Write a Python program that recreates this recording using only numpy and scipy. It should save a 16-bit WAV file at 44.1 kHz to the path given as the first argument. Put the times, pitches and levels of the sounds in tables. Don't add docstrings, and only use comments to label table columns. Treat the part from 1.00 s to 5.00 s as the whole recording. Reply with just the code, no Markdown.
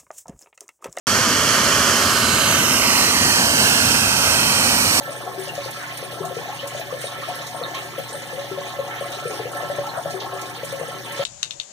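import sys
import numpy as np
from scipy import signal
from scipy.fft import rfft, irfft
from scipy.io import wavfile
from scipy.ndimage import uniform_filter1d

SR = 44100
rng = np.random.default_rng(int(sys.argv[2]) if len(sys.argv) > 2 else 0)


def put_to_file(sound):
    columns = np.atleast_2d(sound).T
    safe = np.clip(columns, -1, 1)
    whole_steps = np.round(safe * 32767)
    wavfile.write(sys.argv[1], SR, whole_steps.astype(np.int16))


N = 176400


def undb(db):
    return 10 ** (np.asarray(db) / 20)


def over_time(table, t, column=1):
    rows = np.array(table)
    return np.interp(t, rows[:, 0], rows[:, column])


def over_hz(table, hz, column=1):
    rows = np.array(table)
    return np.interp(np.log(np.maximum(hz, 1)), np.log(rows[:, 0]), rows[:, column])


def delay(hz, seconds):
    return np.exp(-2j * np.pi * hz * seconds)


def waver(spread_db, rate_hz):
    hold = int(SR / rate_hz)
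    steps = np.repeat(rng.standard_normal(N // hold + 1), hold)
    drift = uniform_filter1d(uniform_filter1d(steps, hold), hold)[:N]
    return undb(spread_db * drift / drift.std())


# frequency in Hz, level in dB.
RUMBLE_SPECTRUM = [(15, -46), (30, -35), (45, -28), (60, -16.5), (74, -11.5), (98, -7.5), (125, -10),
                   (180, -10.5), (228, -7), (264, -7), (300, -13.5), (360, -17), (600, -27.5), (1500, -72)]
# time in seconds, deep rumble in dB, drone in dB.
BASS_SWELLS = [(0, -0.5, 0.8), (.7, 1, 1), (1.2, .7, 0), (1.9, 0.3, 2), (2.6, -0.3, 0.5), (3.2, 0.8, -1.5),
               (4, 0, 0.3)]

def machine_rumble(crossover_hz=190, width_db=-26.5):
    hz, t = np.arange(N // 2 + 1) * SR / N, np.arange(N) / SR
    mid, side = rfft(rng.standard_normal((2, N))) * undb(over_hz(RUMBLE_SPECTRUM, hz))
    stereo = mid + undb(width_db) * np.array([side, -side])
    deep = irfft(stereo / (1 + (hz / crossover_hz) ** 10), N)
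    drone = irfft(stereo, N) - deep
    return deep * undb(over_time(BASS_SWELLS, t)) + drone * undb(over_time(BASS_SWELLS, t, column=2))


# time in seconds, facing (0 the pit, 1 the quay), rush level in dB.
PHONE_TURN = [(0.0, 0.11, -1.44), (0.9, -0.18, -0.7), (1.3, 0.5, -0.95), (1.65, 0.51, -1.1),
              (1.9, 0.79, -0.2), (2.15, 0.76, 0.23), (2.5, 0.86, 0.4), (2.9, 1.03, -0.4), (3.4, 1.14, 0.06),
              (4.0, 1.05, -0.8)]

def far_echoes(hz, t, count=10, strength=0.087, near_s=0.002, far_s=0.016, sway_s=0.000446):
    facing = over_time(PHONE_TURN, t)
    delays_s = [near_s + distance * (far_s - near_s) + sway_s * (2 * shift - 1) * facing
                for distance, shift in rng.random((count, 2))]
    return 1 + strength * sum(delay(hz, seconds) for seconds in delays_s)


# time in seconds, then for each surface delay in ms and relative strength.
LEFT_BOUNCES = [(0.0, 0.61, 0.3, 1.08, 0.11, 1.43, -0.13), (0.9, 0.61, 0.27, 1.02, 0.14, 1.22, -0.1),
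                (1.3, 0.63, 0.29, 1.0, 0.014, 1.24, -0.11), (1.65, 0.62, 0.37, 0.84, 0.12, 1.54, 0.03),
                (1.9, 0.69, 0.26, 1.08, 0.01, 1.8, -0.18), (2.15, 0.66, 0.21, 1.4, -0.09, 1.68, -0.19),
                (2.5, 0.63, 0.14, 1.28, 0.12, 1.66, -0.14), (2.9, 0.64, 0.21, 1.52, 0.12, 1.68, -0.14),
                (3.4, 0.64, 0.14, 1.52, 0.095, 1.89, 0.041), (4.0, 0.59, 0.18, 1.7, 0.13, 1.8, -0.033)]
RIGHT_BOUNCES = [(0.0, 0.68, 0.59, 1.05, -0.38, 1.84, 0.19, 0.17, 0.17, 0.87, 0.25),
                 (0.9, 0.68, 0.72, 1.057, -0.5, 1.6, 0.11, 0.19, 0.034, 0.97, 0.12),
                 (1.3, 0.74, 0.68, 1.13, -0.49, 1.8, 0.12, 0.26, 0.56, 0.88, 0.18),
                 (1.65, 0.77, 0.3, 1.2, -0.53, 1.97, 0.19, 0.31, 0.38, 0.84, 0.16),
                 (1.9, 0.78, 0.14, 1.3, -0.33, 1.9, 0.073, 0.42, 0.34, 1, 0.21),
                 (2.15, 0.68, 0.19, 1.38, -0.21, 1.7, -0.02, 0.46, 0.25, 1, 0.27),
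                 (2.5, 0.643, 0.31, 1.58, -0.19, 1.95, 0.13, 0.4, 0.23, 1.29, 0.055),
                 (2.9, 0.77, 0.36, 1.75, -0.47, 1.86, 0.077, 0.36, 0.26, 1.39, 0.15),
                 (3.4, 0.89, 0.13, 1.78, -0.27, 2.25, 0.09, 0.38, 0.18, 1.58, 0.06),
                 (4.0, 0.87, 0.2, 1.91, -0.12, 2, 0.13, 0.42, 0.21, 1.8, 0.13)]
# frequency in Hz, gain.
BOUNCE_TONE = [(300, 0.45), (1000, 0.74), (2000, 1.49), (3600, 1.09), (6000, .25), (9000, 0.025)]

def sliding_comb(bounces, hz, t):
    echoes = sum(over_time(bounces, t, k + 1) * delay(hz, over_time(bounces, t, k) / 1000)
                 for k in range(1, len(bounces[0]), 2))
    return 1 + echoes * over_hz(BOUNCE_TONE, hz)


# frequency in Hz, dB facing the pit, dB facing the quay.
LEFT_TONE = [(290.0, -12, -15), (420.0, -11.5, -15), (830.0, -8.5, -9), (1270, -9, -11.5),
             (1890, -11, -11.5), (2410, -11.5, -13), (3000.0, -15.5, -16.2), (4550, -17.2, -16),
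             (5700.0, -19, -22), (7500.0, -23.0, -22.5), (9300.0, -21, -22), (10600, -27.3, -26),
             (14000.0, -25, -25.5), (15500.0, -34, -29)]
RIGHT_TONE = [(300.0, -14.5, -22.5), (520, -7.5, -12.5), (820.0, -9.5, -11.3), (1110.0, -7.5, -10.5),
              (1630, -12, -11.5), (2020, -6.5, -12.5), (2590.0, -12.5, -10.5), (3135.0, -10, -8.5),
              (3520, -18, -21.5), (4150, -18, -7), (4840, -7, -11.5), (5520, -9.5, -6.5), (6360, -6, -10),
              (7390, -14, -15), (8440, -13.5, -8), (9500, -24.5, -15.5), (10610, -14, -16.5),
              (11870, -32, -27.5), (12800, -17, -13), (14350.0, -30, -20.5), (15400.0, -36, -31)]

def mic_gain(tone, hz, t, trim_db):
    facing = over_time(PHONE_TURN, t)
    tone_db = over_hz(tone, hz) * (1 - facing) + over_hz(tone, hz, column=2) * facing
    return undb(tone_db + over_time(PHONE_TURN, t, column=2) + trim_db)


# time in seconds, treble shelf in dB.
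TREBLE_SHELF = [(0.0, -1.08), (0.9, 1.4), (1.3, 1.5), (1.65, 3), (1.9, 0), (2.15, 0.13), (2.5, -0.3),
                (2.9, 0.3), (3.4, -1.7), (4.0, 2)]
# time in seconds, centre in Hz, gain at the centre in dB.
NOTCH_SWEEP = [(.9, 6300, -1.5), (1.15, 6000, -6.5), (1.4, 5640, -8), (1.65, 4730, -9), (1.82, 3950, -1),
               (2.05, 3500, 0)]

def hiss_movement(hz, t, shelf_hz=8350, notch_octaves=0.084):
    shelf_db = over_time(TREBLE_SHELF, t) * (1 - 1 / (1 + (hz / shelf_hz) ** 8))
    off_centre = np.log2(np.maximum(hz, 1) / over_time(NOTCH_SWEEP, t)) / notch_octaves
    notch_db = over_time(NOTCH_SWEEP, t, column=2) * np.exp(-off_centre ** 2)
    return undb(shelf_db + notch_db)


# time in seconds, treble lag in ms (negative leads).
LEFT_LAG = [(0.0, -0.027), (0.9, -0.02), (1.3, 0.024), (1.65, 0.071), (1.9, 0.079), (2.15, 0.1),
            (2.5, 0.12), (2.9, 0.11), (3.4, 0.1), (4.0, 0.12)]
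# frequency in Hz, share of the power.
LEFT_DIRECT_SHARE = [(300, .96), (1000, .93), (2000, .9), (3600, 0.78), (8000, 0.2), (14000, 0.16)]

def shaded_side(direct, scattered, hz, t, bass_extra_lag=0.61, bend_hz=2980):
    share = over_hz(LEFT_DIRECT_SHARE, hz)
    lag_s = over_time(LEFT_LAG, t) / 1000 * (1 + bass_extra_lag / (1 + (hz / bend_hz) ** 4))
    return np.sqrt(share) * direct * delay(hz, lag_s) + np.sqrt(1 - share) * scattered


def air_rush(low_cut_hz=308, frame=1024):
    hz, t, (direct, scattered) = signal.stft(rng.standard_normal((2, N)), SR, nperseg=frame)
    hz = hz[:, None]
    left = shaded_side(direct, scattered, hz, t)
    left *= mic_gain(LEFT_TONE, hz, t, trim_db=-0.13) * sliding_comb(LEFT_BOUNCES, hz, t)
    right = direct * hiss_movement(hz, t)
    right *= mic_gain(RIGHT_TONE, hz, t, trim_db=-0.3) * sliding_comb(RIGHT_BOUNCES, hz, t)
    low_cut = 1 / np.sqrt(1 + (low_cut_hz / np.maximum(hz, 1)) ** 5)
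    stereo = np.array([left, right]) * low_cut * far_echoes(hz, t)
    return signal.istft(stereo, SR, nperseg=frame)[1][:, :N]


def scene():
    rush, rumble = air_rush(), machine_rumble()
    flutter = waver(spread_db=0.47, rate_hz=14)
    throb = waver(spread_db=0.98, rate_hz=11)
    return rush * flutter + rumble * throb


def record(dry):
    start_s, ceiling, top_hz = 0.069, 0.92, 15500
    gate = np.arange(N) / SR >= start_s
    rounded = dry / (1 + (dry / ceiling) ** 8) ** (1 / 8)
    low_pass = signal.ellip(10, 0.1, 80, top_hz, fs=SR, output="sos")
    return signal.sosfilt(low_pass, rounded * gate)


dry = scene()
out = record(dry)
put_to_file(out)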